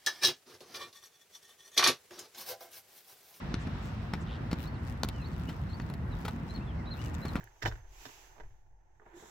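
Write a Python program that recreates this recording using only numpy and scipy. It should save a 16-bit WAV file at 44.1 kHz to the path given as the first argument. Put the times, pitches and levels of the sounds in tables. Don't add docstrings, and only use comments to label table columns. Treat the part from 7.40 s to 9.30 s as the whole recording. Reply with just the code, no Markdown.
import sys
import numpy as np
from scipy import signal
from scipy.fft import rfft, irfft, next_fast_len
from scipy.io import wavfile
from scipy.ndimage import map_coordinates

SR = 44100
rng = np.random.default_rng(int(sys.argv[2]) if len(sys.argv) > 2 else 0)


def output_pcm(signal):
    pcm = np.clip(np.atleast_2d(signal).T, -1, 1) * 32767
    wavfile.write(sys.argv[1], SR, np.round(pcm).astype(np.int16))


N = 83790
T = np.arange(N) / SR


# start_s, panel_db, catch_db, crack_db, left_over_right_db
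LATCH_CLICKS = [(.2175, -75, -52.5, -57, -8), (.2203, -51, -42, -50, -12.5), (.2232, -37, -31, -35.5, 1),
                (.2305, -37, -37, -42, -7), (.239, -52.5, -42.5, -55.5, -6.5),
                (.2515, -33, -35, -40, -10.5), (.2572, -24, -23.5, -34.5, 3),
                (.2635, -31.5, -33, -38.5, 4.5), (.268, -38, -39, -55, -7), (.274, -36, -48.5, -37, -9.5),
                (.282, -41.5, -49.5, -42.5, -5), (.298, -55, -49, -58.5, -6), (.314, -43, -38, -70, 5.5),
                (.322, -63, -39.5, -53.5, 4), (.3545, -53, -43, -62, 2.5)]
# start_s, panel_db, catch_db, crack_db, left_over_right_db
LID_KNOCKS = [(.008, -57.5, -50, -64.5, 1), (.033, -61, -51, -75, -5), (.073, -61, -50, -80, -5),
              (.6532, -42.5, -52, -41.5, -11), (.662, -63, -61, -52, -15), (.691, -49.5, -56, -58, -11),
              (.9635, -53, -77, -81, -8), (.980, -51, -67, -76, -13), (.999, -42, -47.5, -62.5, -3),
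              (1.0055, -47, -50, -65, -2.5), (1.034, -64, -53.5, -71, -1)]
def contacts(rows, lead_s, contact_s):
    out = np.zeros((2, N))
    for start_s, panel_db, catch_db, crack_db, balance_db in rows:
        blow = amp(panel_db) * panel(contact_s) + amp(catch_db) * catch()
        add(out, start_s, panned(blow, balance_db) + amp(crack_db) * crack())
    return filtered(out, lambda hz: np.exp(np.pi * 1j * hz * lead_s * np.array([[1], [-1]])))


# pitch_hz, level_db, t60_s
PANEL_MODES = [(240, -4, 0.055), (343, -3, 0.1), (427, 1, 0.08), (613, -4, 0.075), (824, -2, .055),
               (945, -3, .06), (1055, -10, 0.06), (1350, -7, 0.026)]
# frequency_hz, level_db
KNOCK_SPECTRUM = [(100, -4), (300, -6), (800, 2.5), (1300, -5.5), (2200, -15), (4000, -21), (12000, -50)]
def panel(contact_s):
    tone = amp(-10.5) * ring(PANEL_MODES, rise_s=contact_s)
    knock = amp(-5.5) * burst(KNOCK_SPECTRUM, t60_s=0.046, rise_s=contact_s)
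    return panned(tone + knock, balance_db=-0.5)


# pitch_hz, level_db, t60_s
CATCH_MODES = [(1575, -9, .05), (1664, -13, .05), (1782, -8, .03), (1894, -6, .032), (2040, -12, .03)]
# frequency_hz, level_db
RATTLE_SPECTRUM = [(600, -26.5), (1350, -7), (1600, 4), (2000, -3.5), (2450, -24.5), (3000, -14.5),
                   (3600, -30.5), (9000, -44)]
def catch():
    tone = amp(-2.5) * ring(CATCH_MODES, rise_s=0.0018)
    rattle = amp(2) * burst(RATTLE_SPECTRUM, t60_s=0.017, rise_s=0.00064)
    return panned(tone + rattle, balance_db=-7)


# pitch_hz, level_db, t60_s
HANDLE_MODES = [(3630, -6.5, 0.044), (4170, -19, .06), (4540, -22, .05), (5380, -11.5, 0.042),
                (5460, -16.5, 0.058)]
# frequency_hz, level_db
CRACK_SPECTRUM = [(500, -12), (2000, -4), (2500, 0.5), (3750, 0), (6300, -2.5), (7300, -6), (10500, -14),
                  (15500, -10)]
def crack():
    spread_db = 3
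    handle = sum(amp(spread_db * rng.standard_normal((2, 1))) * ring([mode], rise_s=0.00045)
                 for mode in HANDLE_MODES)
    plastic = amp(-1) * burst(CRACK_SPECTRUM, t60_s=0.045, rise_s=0.0019)
    return panned(plastic + handle, balance_db=-2.5)


# start_s, level_db, cutoff_hz
BOLT_STOPS = [(0.2229, -26, 2010), (0.2587, -17, 3900)]
# pitch_hz, level_db, t60_s
BOLT_MODES = [(1799, 3.5, 0.011), (1983, -10, 0.02), (2960, -8, 0.016)]
def bolt_snaps():
    out = np.zeros((2, N))
    for start_s, level_db, cutoff_hz in BOLT_STOPS:
        lowpass = signal.butter(8, cutoff_hz, fs=SR, output="sos")
        snap = signal.sosfilt(lowpass, ring(BOLT_MODES, rise_s=0.0015))
        add(out, start_s, panned(amp(level_db) * snap, balance_db=-12.5))
    return out


# start_s, level_db, rise_s
DASHBOARD_THUMPS = [(.003, -49.5, 0.01), (0.038, -53, 0.0039), (0.237, -24.5, 0.015),
                    (0.275, -29.5, 0.0039), (0.288, -36, 0.006), (.362, -44, 0.013), (1.042, -53.5, 0.007),
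                    (1.098, -52, 0.022), (1.287, -55.5, 0.046)]
# pitch_hz, level_db, t60_s
BOOM_MODES = [(40, -7, 0.34), (50.2, -12.5, 0.63), (85.8, -17.5, 0.33), (109.9, 1.5, 0.18), (126, -15, .15)]
# start_s, level_db
LID_THUDS = [(0.2529, -41), (0.274, -32), (0.662, -34)]
# pitch_hz, level_db, t60_s
HOLLOW_MODES = [(121, -6.5, 0.059), (269, -5.5, 0.067)]
def thumps():
    out = np.zeros(N)
    for start_s, level_db, rise_s in DASHBOARD_THUMPS:
        add(out, start_s, amp(level_db) * ring(BOOM_MODES, rise_s, size=32768))
    for start_s, level_db in LID_THUDS:
        add(out, start_s, amp(level_db) * ring(HOLLOW_MODES, rise_s=0.011))
    return out


# start_s, panel_db, catch_db, left_over_right_db
FINGER_TAPS = [(1.597, -50, -54.5, -3.5), (1.616, -45.5, -65, -2), (1.661, -43, -61, 0.5),
               (1.821, -44, -77, 3), (1.835, -44, -74, 1)]
def finger_taps():
    skin_cutoff_hz = 2070
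    out = np.zeros((2, N))
    for start_s, panel_db, catch_db, balance_db in FINGER_TAPS:
        tap = amp(panel_db) * panel(contact_s=0.0031) + amp(catch_db) * catch()
        add(out, start_s, panned(tap, balance_db))
    return signal.sosfilt(signal.butter(4, skin_cutoff_hz, fs=SR, output="sos"), out)


# start_s, level_db
NAIL_TICK = (.0402, -38)
# frequency_hz, level_db
NAIL_SPECTRUM = [(3000, -18), (7000, -7), (11000, -2.5), (13000, 6), (15500, -11)]
def fingernail():
    start_s, level_db = NAIL_TICK
    out = np.zeros((2, N))
    add(out, start_s, amp(level_db) * burst(NAIL_SPECTRUM, t60_s=0.013, rise_s=0.0011))
    return out


# time_s, level_db
OPENING_LEVEL = [(0, -68), (.14, -72), (.2, -69), (.33, -64.5), (.46, -75.5), (.54, -61.5), (.62, -54.5),
                 (.7, -54), (.83, -59.5), (.93, -66), (1.03, -75), (1.2, -82), (1.35, -93)]
CLOSING_LEVEL = [(1.45, -110), (1.56, -86.5), (1.73, -80), (1.77, -60), (1.84, -58), (1.9, -57.5)]
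# frequency_hz, level_db
OPENING_SPECTRUM = [(300, -10.5), (650, -6.5), (900, 4), (1200, -3.5), (1700, -2), (2700, 1.5),
                    (4200, -5.5), (6000, -0.5), (7400, -1.5), (10500, -7), (15500, -7)]
CLOSING_SPECTRUM = [(900, 3.5), (2300, -15.5), (3600, 1), (4500, -11), (6000, -1.5), (7500, 2.5),
                    (10500, -8.5), (15000, -11.5)]
def lid_slide():
    flutter = amp(0.54 * wobble(37))
    opening = level(OPENING_LEVEL) * noise(OPENING_SPECTRUM)
    closing = level(CLOSING_LEVEL) * noise(CLOSING_SPECTRUM)
    return panned(flutter * (opening + closing), balance_db=-4)


# time_s, level_db
RUB_LEVEL = [(0, -60.5), (.09, -69), (.13, -68), (.21, -70.5), (.3, -60), (.48, -67.5), (.7, -65.5),
             (.97, -64.5), (1.1, -71), (1.25, -81), (1.58, -76.5), (1.66, -65.5), (1.76, -60),
             (1.85, -60.5), (1.9, -60)]
# frequency_hz, level_db
RUB_SPECTRUM = [(130, -2.5), (230, -23), (290, -7.5), (360, 3), (450, -5), (540, -7.5), (700, -2),
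                (930, 0.5), (1200, -10), (1750, -3.5), (2300, -12.5), (5000, -34)]
def hinge_rub():
    roughness = amp(1.8 * wobble(110))
    return panned(level(RUB_LEVEL) * roughness * noise(RUB_SPECTRUM), balance_db=-6)


# peak_s, half_width_s, level_db
GROAN_SWELLS = [(1.751, 0.015, -53), (1.777, 0.013, -50), (1.836, 0.0067, -53.5)]
def hinge_groan():
    base_hz, climb_hz_per_s, jitter = 344.8, 130, 0.033
    swell = sum(amp(level_db) * np.exp(-((T - peak_s) / half_width_s) ** 2)
                for peak_s, half_width_s, level_db in GROAN_SWELLS)
    since_first_peak_s = T - GROAN_SWELLS[0][0]
    pitch_hz = (base_hz + climb_hz_per_s * since_first_peak_s) * (1 + jitter * wobble(200))
    roughness = amp(2.5 * wobble(260))
    tone = np.sin(2 * np.pi * np.cumsum(pitch_hz) / SR)
    return panned(swell * roughness * tone, balance_db=-2.5)


# frequency_hz, t60_s
CABIN_DECAY = [(100, 0.16), (500, 0.14), (2000, 0.076), (8000, 0.1)]
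def cabin_reverb(x):
    white = noise([(20, 0), (20000, 0)], size=16384)
    hz, t, spectrogram = signal.stft(white, SR, nperseg=256)
    decay = amp(-60 * t / along(CABIN_DECAY, hz)[:, None])
    tail = signal.istft(spectrogram * decay, SR, nperseg=256)[1]
    delayed_tail = np.pad(tail / np.linalg.norm(tail[0]), ((0, 0), (128, 0)))
    return signal.fftconvolve(x, delayed_tail, axes=1)[:, :N]


# time_s, level_db
HANDLING_LEVEL = [(0, -66), (.2, -65), (.33, -35.5), (.45, -54.5), (.62, -57), (.7, -63.5), (.97, -58),
                  (1.06, -48.5), (1.2, -59.5), (1.33, -54.5), (1.42, -61.5), (1.6, -60), (1.9, -76)]
# frequency_hz, level_db
RUMBLE_SPECTRUM = [(10, 10), (25, -4.5), (42, 10.5), (65, -11), (85, -2.5), (135, -14.5), (190, -31.5),
                   (500, -58.5)]
def handling_rumble():
    return level(HANDLING_LEVEL) * noise(RUMBLE_SPECTRUM)


# frequency_hz, level_db
AIR_SPECTRUM = [(50, 10), (200, -10.5), (350, 1), (600, 0), (860, 13), (1150, -14), (1800, -8),
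                (2500, -29.5), (4300, -28.5), (5900, -14.5), (8000, -21), (15500, -44)]
def cabin_air():
    return amp(-74.5) * noise(AIR_SPECTRUM)


# time_s, level_db
WHINE_LEVEL = [(0, -77.5), (.9, -72), (1.3, -92.5), (1.75, -88)]
def whine():
    centre_hz, half_width_hz = 6264, 140
    white = rng.standard_normal((2, N))
    band = filtered(white, lambda hz: 1 / (1 + ((hz - centre_hz) / half_width_hz) ** 4))
    return level(WHINE_LEVEL) * unit(band)


# frequency_hz, correlation
STEREO_LIKENESS = [(40, 0.94), (140, 0.92), (300, 0.77), (600, 0.3), (1200, 0.035), (4000, 0.029)]
def noise(spectrum, size=N):
    def mid_side_gains(hz):
        angle = np.arccos(np.clip(along(STEREO_LIKENESS, hz), -1, 1)) / 2
        return amp(along(spectrum, hz)) * [np.cos(angle), np.sin(angle)]
    mid, side = filtered(rng.standard_normal((2, size)), mid_side_gains)
    return unit(np.array([mid + side, mid - side]))


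def burst(spectrum, t60_s, rise_s):
    return noise(spectrum, size=8192) * fade(T[:8192], t60_s, rise_s)


def ring(modes, rise_s, size=8192):
    t = T[:size]
    return sum(amp(db + rng.standard_normal()) * np.sin(2 * np.pi * hz * t) * fade(t, t60_s, rise_s)
               for hz, db, t60_s in modes)


def fade(t, t60_s, rise_s):
    return np.exp(-np.log(1000) * t / t60_s) * (1 - np.exp(-t / rise_s))


def amp(db):
    return 10 ** (np.asarray(db) / 20)


def unit(x):
    return x / np.sqrt(np.mean(x ** 2) + 1e-20)


def along(points, hz):
    point_hz, values = np.transpose(points)
    return np.interp(np.log(hz + 1), np.log(point_hz + 1), values)


def level(points):
    return amp(np.interp(T, *np.transpose(points)))


def wobble(knots_per_s):
    return map_coordinates(rng.standard_normal(int(N * knots_per_s / SR) + 4), [T * knots_per_s])


def filtered(x, response):
    size = x.shape[-1]
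    padded = next_fast_len(size + 4096)
    return irfft(rfft(x, padded) * response(np.fft.rfftfreq(padded, 1 / SR)), padded)[..., :size]


def add(out, start_s, x):
    i = max(0, round(start_s * SR))
    out[..., i:i + x.shape[-1]] += x[..., :N - i]


def panned(x, balance_db):
    return x * amp([[balance_db / 2], [-balance_db / 2]])


def scene():
    latch = contacts(LATCH_CLICKS, lead_s=0.00012, contact_s=0.00063) + bolt_snaps()
    knocks = contacts(LID_KNOCKS, lead_s=0.00008, contact_s=0.00092)
    blows = latch + knocks + finger_taps()
    impacts = blows + amp(-9) * cabin_reverb(blows) + fingernail() + thumps()
    moving_lid = lid_slide() + hinge_rub() + hinge_groan()
    return impacts + moving_lid + handling_rumble() + cabin_air() + whine()


def record(dry):
    notch = [(7700, 0.0), (8400, -20), (9500, -14.5), (10500, -3)]  # frequency_hz, gain_db
    band_limit_hz = 15830
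    return filtered(dry, lambda hz: amp(along(notch, hz)) * (hz < band_limit_hz))


dry = scene()
out = record(dry)
output_pcm(out)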